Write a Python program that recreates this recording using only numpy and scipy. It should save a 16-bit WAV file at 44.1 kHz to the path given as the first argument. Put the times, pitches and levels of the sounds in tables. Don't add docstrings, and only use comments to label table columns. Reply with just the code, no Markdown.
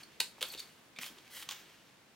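import sys
import numpy as np
from scipy import signal
from scipy.fft import rfft, irfft
from scipy.io import wavfile
from scipy.ndimage import uniform_filter1d

SR = 44100
rng = np.random.default_rng(int(sys.argv[2]) if len(sys.argv) > 2 else 0)


def waveform_to_disk(signal):
    frames = np.transpose(np.atleast_2d(signal))
    scaled = np.clip(frames, -1, 1) * 32767
    samples = np.round(scaled).astype(np.int16)
    wavfile.write(sys.argv[1], SR, samples)


def ratio_of_db(decibels):
    return 10 ** (np.asarray(decibels, float) / 20)


N = 94815
LEFT_RIGHT = np.array([[1], [-1]])


def unit(x):
    return x / np.sqrt(np.mean(x ** 2))


def colour(x, points):
    p = np.array(points, float)
    hz = np.maximum(np.arange(1025) * SR / 2048, 1)
    log_gain = np.interp(np.log(hz), np.log(p[:, 0]), p[:, 1]) * np.log(10) / 20
    cepstrum = irfft(log_gain)
    cepstrum[1:1024] *= 2
    cepstrum[1025:] = 0
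    response = irfft(np.exp(rfft(cepstrum)))
    return signal.fftconvolve(x, response)[:len(x)]


def ring(x, hz, width_hz):
    b, a = signal.iirpeak(min(hz, .45 * SR), hz / width_hz, fs=SR)
    return signal.lfilter(b, a, x)


def curve(rows):
    r = np.array(rows, float)
    return ratio_of_db(np.interp(np.arange(N) / SR, r[:, 0], r[:, 1], left=-120, right=-120))


def walk(rate):
    k = int(SR / rate)
    smooth = uniform_filter1d(rng.standard_normal(N), k)
    return unit(uniform_filter1d(smooth, k))


def grit(rate, scatter_db):
    chance, direction, size = rng.random((3, N))
    slips = (chance < rate / SR) * np.sign(direction - .5)
    return unit(slips * ratio_of_db(-scatter_db * np.log(size + .02)))


def burst(shape, z):
    x = z * shape
    for _ in range(6):
        spectrum = rfft(x)
        x = irfft(spectrum / (np.abs(spectrum) + 1e-12), len(x))
        x = x * shape / np.sqrt(uniform_filter1d(x ** 2, size=24) + 1e-12)
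    return x


def peak(x):
    return x / np.abs(x).max()


# frequency in Hz, level in dB per Hz.
AIR_TONE = [(15, -45), (25, -26.5), (157, -2), (206, -1.5), (734, -8), (1740, -12.5), (2220, -13),
            (14800, -31), (16000, -38)]
# frequency in Hz, side level relative to the middle in
# dB.
AIR_SIDE_TONE = [(25, -16), (150, -8), (500, -6), (3000, 0.5), (8000, 2), (16000, 3)]


def air():
    level_db, drift_db_per_s, swell_db = -63, -.1, .6
    mid, side = (colour(z, AIR_TONE) for z in rng.standard_normal((2, N)))
    both = mid + colour(side, AIR_SIDE_TONE) * LEFT_RIGHT
    drift_db = drift_db_per_s * (np.arange(N) / SR - 4.0)
    return ratio_of_db(level_db + drift_db + swell_db * walk(1.8)) * unit(both)


TREBLE_HZ = 6350
# frequency in Hz, side level relative to the middle in dB.
ROOM_SIDE_TONE = [(200, -6), (1000, -11), (4000, -6.5), (8000, -0.5), (16000, 2)]


def room(x):
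    early_db, early_t60_s, treble_t60_s, gap_s = -7, 0.22, 0.25, 0.0053
    late_db, late_t60_s = -21.5, 0.21
    t = np.arange(int(.7 * SR)) / SR

    def fall(t60):
        return np.exp(-np.log(1000) * t / t60)

    def size(t60):
        return np.sqrt(t60 * SR / np.log(1e6))

    z = rng.standard_normal((2, len(t)))
    low = signal.lfilter(*signal.butter(2, TREBLE_HZ, fs=SR), z)
    early = low * fall(early_t60_s) + (z - low) * fall(treble_t60_s)
    early = ratio_of_db(early_db) * early / size(early_t60_s)
    late = ratio_of_db(late_db) * low * fall(late_t60_s) / size(late_t60_s)
    echo = np.clip(t / gap_s, 0, 1) ** 3 * (early + late)
    mid, side = (signal.fftconvolve(x, h)[:N] for h in echo)
    return mid + colour(side, ROOM_SIDE_TONE) * LEFT_RIGHT


# time in seconds, level in dB.
HANDS_LEVEL = [(0, -54.5), (.06, -65.5), (.3, -66), (.62, -58.5), (.75, -65.5), (.9, -70.5), (1.12, -61.5),
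               (1.27, -63.5), (1.47, -61.5), (1.56, -58), (1.7, -62), (1.9, -67), (2.15, -71)]
# frequency in Hz, level in dB.
RUSTLE_TONE = [(200, 0), (600, -7), (1500, 2), (3000, 2.5), (6000, -5), (10000, -13), (16000, -13.5)]


def hands():
    rustle = unit(colour(grit(6000, 2.85), RUSTLE_TONE))
    return curve(HANDS_LEVEL) * ratio_of_db(0.5 * walk(38)) * rustle


# frequency in Hz, level in dB.
METAL_CRACK = [(100, -30), (300, -5), (700, -5.5), (2000, 9), (4000, 12), (6000, -3.5), (9000, -0.5),
               (16000, -2.5)]


def knocks(rows, q, thud_db, thud_hz, crack=METAL_CRACK):
    contact_s, overtone_db = .00015, -16
    out, t = np.zeros(N), np.arange(4096) / SR
    noises = rng.standard_normal((len(rows), len(t)))
    for (start_s, db, hz, ms, crack_db), z in zip(rows, noises):
        contact = np.minimum(t / contact_s, 1) + .9 * (t == 0)
        push = burst(contact * np.exp(-(t * 600 / ms) ** 2), z)
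        tone = ring(push, hz, hz / q) + ratio_of_db(overtone_db) * ring(push, 1.95 * hz, hz / q)
        thud = ring(push, thud_hz, thud_hz / 3)
        y = peak(tone) + ratio_of_db(crack_db) * peak(colour(push, crack)) + ratio_of_db(thud_db) * peak(thud)
        i = int(start_s * SR)
        out[i:i + len(t)] += ratio_of_db(db) * peak(y)
    return out


# start in seconds, peak in dB, ring in Hz, length in ms, crack in dB.
TABLE_BUMPS = [
    (.4265, -39, 1300, 5.7, -34),
    (.549, -47, 380, 4.4, -40),
    (.987, -48, 218, 6.5, -40),
    (1.098, -53, 312, 19, -40),
    (1.122, -59, 260, 13, -40),
    (1.17, -58, 340, 22, -40),
    (1.6, -56, 317, 45, -40),
]


def bumps():
    return knocks(TABLE_BUMPS, q=2.8, thud_db=-28, thud_hz=230)


# frequency in Hz, level in dB.
CARD_CRACK_TONE = [(100, -37), (500, -22.5), (1200, 5), (3200, 5), (6500, -0.5), (8500, -13), (10000, -14),
                   (16000, 0)]
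# start in seconds, peak in dB, ring in Hz, length in ms, crack in dB.
CARD_TAPS = [(.382, -47.5, 845, 1.6, -22), (.9872, -29, 2500, 1.3, -6), (.9893, -33, 2200, 1.2, -8),
             (1.0138, -38, 2200, 1.2, -3), (1.0195, -49, 3150, 0.76, -16), (1.0265, -41, 3300, 2, -2),
             (1.032, -31, 2500, 1.7, -22), (1.0465, -39, 2230, 1.6, -13), (1.042, -35, 3100, 2.5, -8),
             (1.061, -38.5, 3470, 3.8, -14), (1.097, -47, 1200, 2.8, 6), (1.122, -58, 1300, 2.2, -6),
             (1.184, -43, 3340, 2.8, -4), (1.278, -45, 2500, 1.14, 3), (1.302, -61, 3360, 1.1, -5),
             (1.4255, -32, 2680, .6, -1), (1.4285, -37, 3300, 3, -6), (1.4893, -27, 3200, 1.7, -5),
             (1.4898, -36, 6200, 2.2, -20), (1.5043, -35, 4300, 1, -2), (1.5043, -45, 13000, .8, -20),
             (1.5097, -31, 3310, 3, -2), (1.5105, -36, 6600, 2, -20), (1.5178, -35, 3200, 1.3, -6),
             (1.5205, -32.5, 6400, 2.9, 2), (1.521, -50, 3300, 2.5, 7)]


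def taps():
    return knocks(CARD_TAPS, q=4.5, thud_db=-9, thud_hz=1150, crack=CARD_CRACK_TONE)


# time in seconds, level in dB.
CRUMPLES = [
    [(.9885, -50), (.993, -52), (1.004, -56), (1.01, -64)],
    [(1.491, -48), (1.497, -53), (1.508, -55), (1.514, -48), (1.518, -53), (1.526, -50), (1.54, -53),
     (1.62, -63)],
]


def crumple():
    bend = grit(6000, 2) * ratio_of_db(1.2 * walk(300))
    return sum(curve(c) for c in CRUMPLES) * unit(colour(bend, CARD_CRACK_TONE))


# time in seconds, level in dB.
CARD_SLIDES = [
    [(1.002, -62), (1.008, -54), (1.014, -43.5), (1.045, -50), (1.065, -47), (1.098, -59), (1.106, -74),
     (1.13, -68)],
    [(1.30, -73), (1.304, -59), (1.33, -53), (1.35, -48), (1.40, -49.5), (1.432, -50.5), (1.445, -67),
     (1.47, -75)],
]
# frequency in Hz, level in dB per Hz.
CARD_TONE = [(180, -47), (300, -21), (366, -34), (528, -11), (656, -20), (3190, -9), (4830, -6.5),
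             (14500, -7.5), (16000, -9)]
# frequency in Hz, width in Hz, level in dB.
CARD_RESONANCES = [(2020, 420, -8), (2500, 440, -33), (3170, 330, -6), (4130, 950, -11.5)]


def slides():
    slips = grit(9000, 1.8) * ratio_of_db(1.1 * walk(170))
    tone = sum(ratio_of_db(db + 2.5 * walk(90)) * unit(ring(slips, hz, w)) for hz, w, db in CARD_RESONANCES)
    scuff = unit(unit(colour(slips, CARD_TONE)) + tone)
    return sum(curve(c) for c in CARD_SLIDES) * scuff


# time in seconds, level in dB.
EDGE_LEVEL = [(.43, -66), (.45, -60), (.475, -56), (.484, -61), (.492, -49), (.499, -62), (.514, -62),
              (.518, -54), (.527, -53), (.543, -58), (.548, -75)]
# frequency in Hz, level in dB.
EDGE_COLOUR = [(4000, -11), (7800, -3), (9500, -14), (12300, 1), (14500, -12), (16000, -12)]


def edge_scrape():
    slips = grit(3000, 2) * ratio_of_db(2.5 * walk(150))
    return curve(EDGE_LEVEL) * unit(colour(slips, EDGE_COLOUR))


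# start in seconds, peak in dB, ring in Hz, length in ms, crack in dB.
SQUEAK_ROWS = [(.498, -41, 4350, 9, -25), (.514, -42, 4250, 5, -25), (.5742, -43, 4400, 6, -14),
               (.576, -43, 3600, 5, -25), (.583, -39, 3600, 6, -25), (.5835, -39, 4400, 6, -25),
               (.594, -41, 4500, 5, -25), (.6008, -32, 4420, 5, -22), (.614, -47, 4400, 3, -25),
               (.0325, -41, 4450, 4, -10), (.9615, -46, 2330, 7, -15), (.962, -49, 3600, 9, -20),
               (.413, -48, 490, 12, -40), (.427, -45, 494, 10, -40), (1.4895, -43, 1100, 3, -40)]


def squeaks():
    return knocks(SQUEAK_ROWS, q=22, thud_db=-32, thud_hz=660)


# start in seconds, peak in dB, ring in Hz, length in ms, crack in dB.
BLADE_TICKS = [(.3875, -48.5, 2660, 0.91, 7), (.409, -33, 2770, 2.1, 4), (.415, -28, 3200, 2, -7),
               (.4268, -21, 3350, 1.6, 0), (.4268, -33, 10500, 1, -20), (.4355, -33, 3500, 1.2, -10),
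               (.5262, -48, 12600, 2, 7), (.5385, -36, 2840, 1.9, -8), (.5482, -36.5, 3700, 1.92, -14),
               (.5345, -40, 3820, 4.5, -3), (.5937, -33.5, 6700, 3, 3.5), (.628, -46, 3430, 1.7, 8),
               (.653, -60, 4500, 1.7, 0)]


def ticks():
    return knocks(BLADE_TICKS, q=6.7, thud_db=-14.5, thud_hz=502)


# frequency in Hz, width in Hz, level in dB.
RUB_RESONANCES = [(496.7, 110, -35), (1300, 870, 2.5), (2500, 180, 2), (3270, 130, 0), (3600, 95, -4),
                  (6400, 2800, -4), (9600, 2200, -7.5), (11000, 4700, -13), (4340, 410, -10)]
# time in seconds, level in dB.
RUB_LEVEL = [(.409, -55), (.414, -41.5), (.44, -46), (.46, -56), (.49, -57), (.507, -71), (.528, -51),
             (.545, -57), (.56, -70)]
# time in seconds, level in dB.
RUB_END_LEVEL = [(.572, -70), (.576, -53), (.591, -57), (.594, -44), (.603, -46), (.608, -60), (.66, -66),
                 (.93, -75.5)]
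# time in seconds, level in dB.
SING_LEVEL = [(.41, -65), (.435, -50), (.47, -56), (.503, -59), (.525, -64), (.565, -57), (.572, -91)]


def rub():
    patch_db, sing_hz, sing_width_hz = 2.5, 4410, 220
    slips = grit(4000, 3)
    tone = sum(ratio_of_db(db + patch_db * walk(70)) * unit(ring(slips, hz, w)) for hz, w, db in RUB_RESONANCES)
    hiss = ratio_of_db(-6 + patch_db * walk(100)) * unit(colour(slips, METAL_CRACK))
    drag = unit(tone + hiss)
    light = signal.lfilter(*signal.butter(3, 6200, "high", fs=SR), drag)
    sing = ring(slips * ratio_of_db(4.5 * walk(140)), sing_hz, sing_width_hz)
    sing = unit(ring(sing, sing_hz, 3 * sing_width_hz))
    return curve(RUB_LEVEL) * drag + curve(RUB_END_LEVEL) * light + curve(SING_LEVEL) * sing


# frequency in Hz, level in dB, time to fall 60 dB in seconds.
BLADE_MODES = [(994, 1, 0.044), (1570, -11, 0.043), (1975, -4, 0.097), (2600, 2, 0.037), (2860, 3.5, 0.02),
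               (3780, 4, 0.024), (4010, 6, 0.041), (4350, 7, 0.033), (4700, -3, 0.038), (5340, -20, 0.02),
               (6550, -1, 0.0031), (7900, -4.5, 0.0027), (500, -4, 0.071)]
# delay in seconds, level in dB.
SNIP_ECHOES = [
    (.0085, -12),
    (0.0117, -15),
    (.0175, -22),
]


def snip():
    start_s, rise_s, cut_s, level_db, crack_db = .2003, 0.00349, 0.0031, -16.5, -8.5
    t = np.arange(4096) / SR
    shape = np.minimum(t / rise_s, np.exp(-(t - rise_s) / cut_s))
    tear = burst(shape, rng.standard_normal(len(t)))
    tear = tear + sum(ratio_of_db(db) * np.roll(tear * (t > .002), int(s * SR)) for s, db in SNIP_ECHOES)
    blades = sum(ratio_of_db(db) * np.sqrt(hz * t60) * ring(tear, hz, 5.2 / t60) for hz, db, t60 in BLADE_MODES)
    crack = colour(tear, METAL_CRACK)
    out, i = np.zeros(N), int(start_s * SR)
    out[i:i + len(t)] = ratio_of_db(level_db) * (peak(blades) + ratio_of_db(crack_db) * peak(crack))
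    return out


def scene():
    card = bumps() + taps() + crumple() + slides()
    scissors = edge_scrape() + squeaks() + ticks() + rub() + snip()
    dry = hands() + card + scissors
    ports = ratio_of_db(-11) * np.gradient(dry) * LEFT_RIGHT
    high = signal.lfilter(*signal.butter(2, TREBLE_HZ, "high", fs=SR), dry)
    ports = ports + (ratio_of_db(1.1 * LEFT_RIGHT) - 1) * high
    return dry + ports + room(dry) + air()


def low_pass(x):
    return signal.sosfilt(signal.butter(12, 16850, fs=SR, output="sos"), x)


def record(dry):
    top = signal.ellip(14, .3, 45, 15880, fs=SR, output="sos")
    low = signal.butter(2, 45, "high", fs=SR, output="sos")
    mix = signal.sosfilt(np.vstack([top, low]), dry)
    return low_pass(mix)


dry = scene()
out = record(dry)
waveform_to_disk(out)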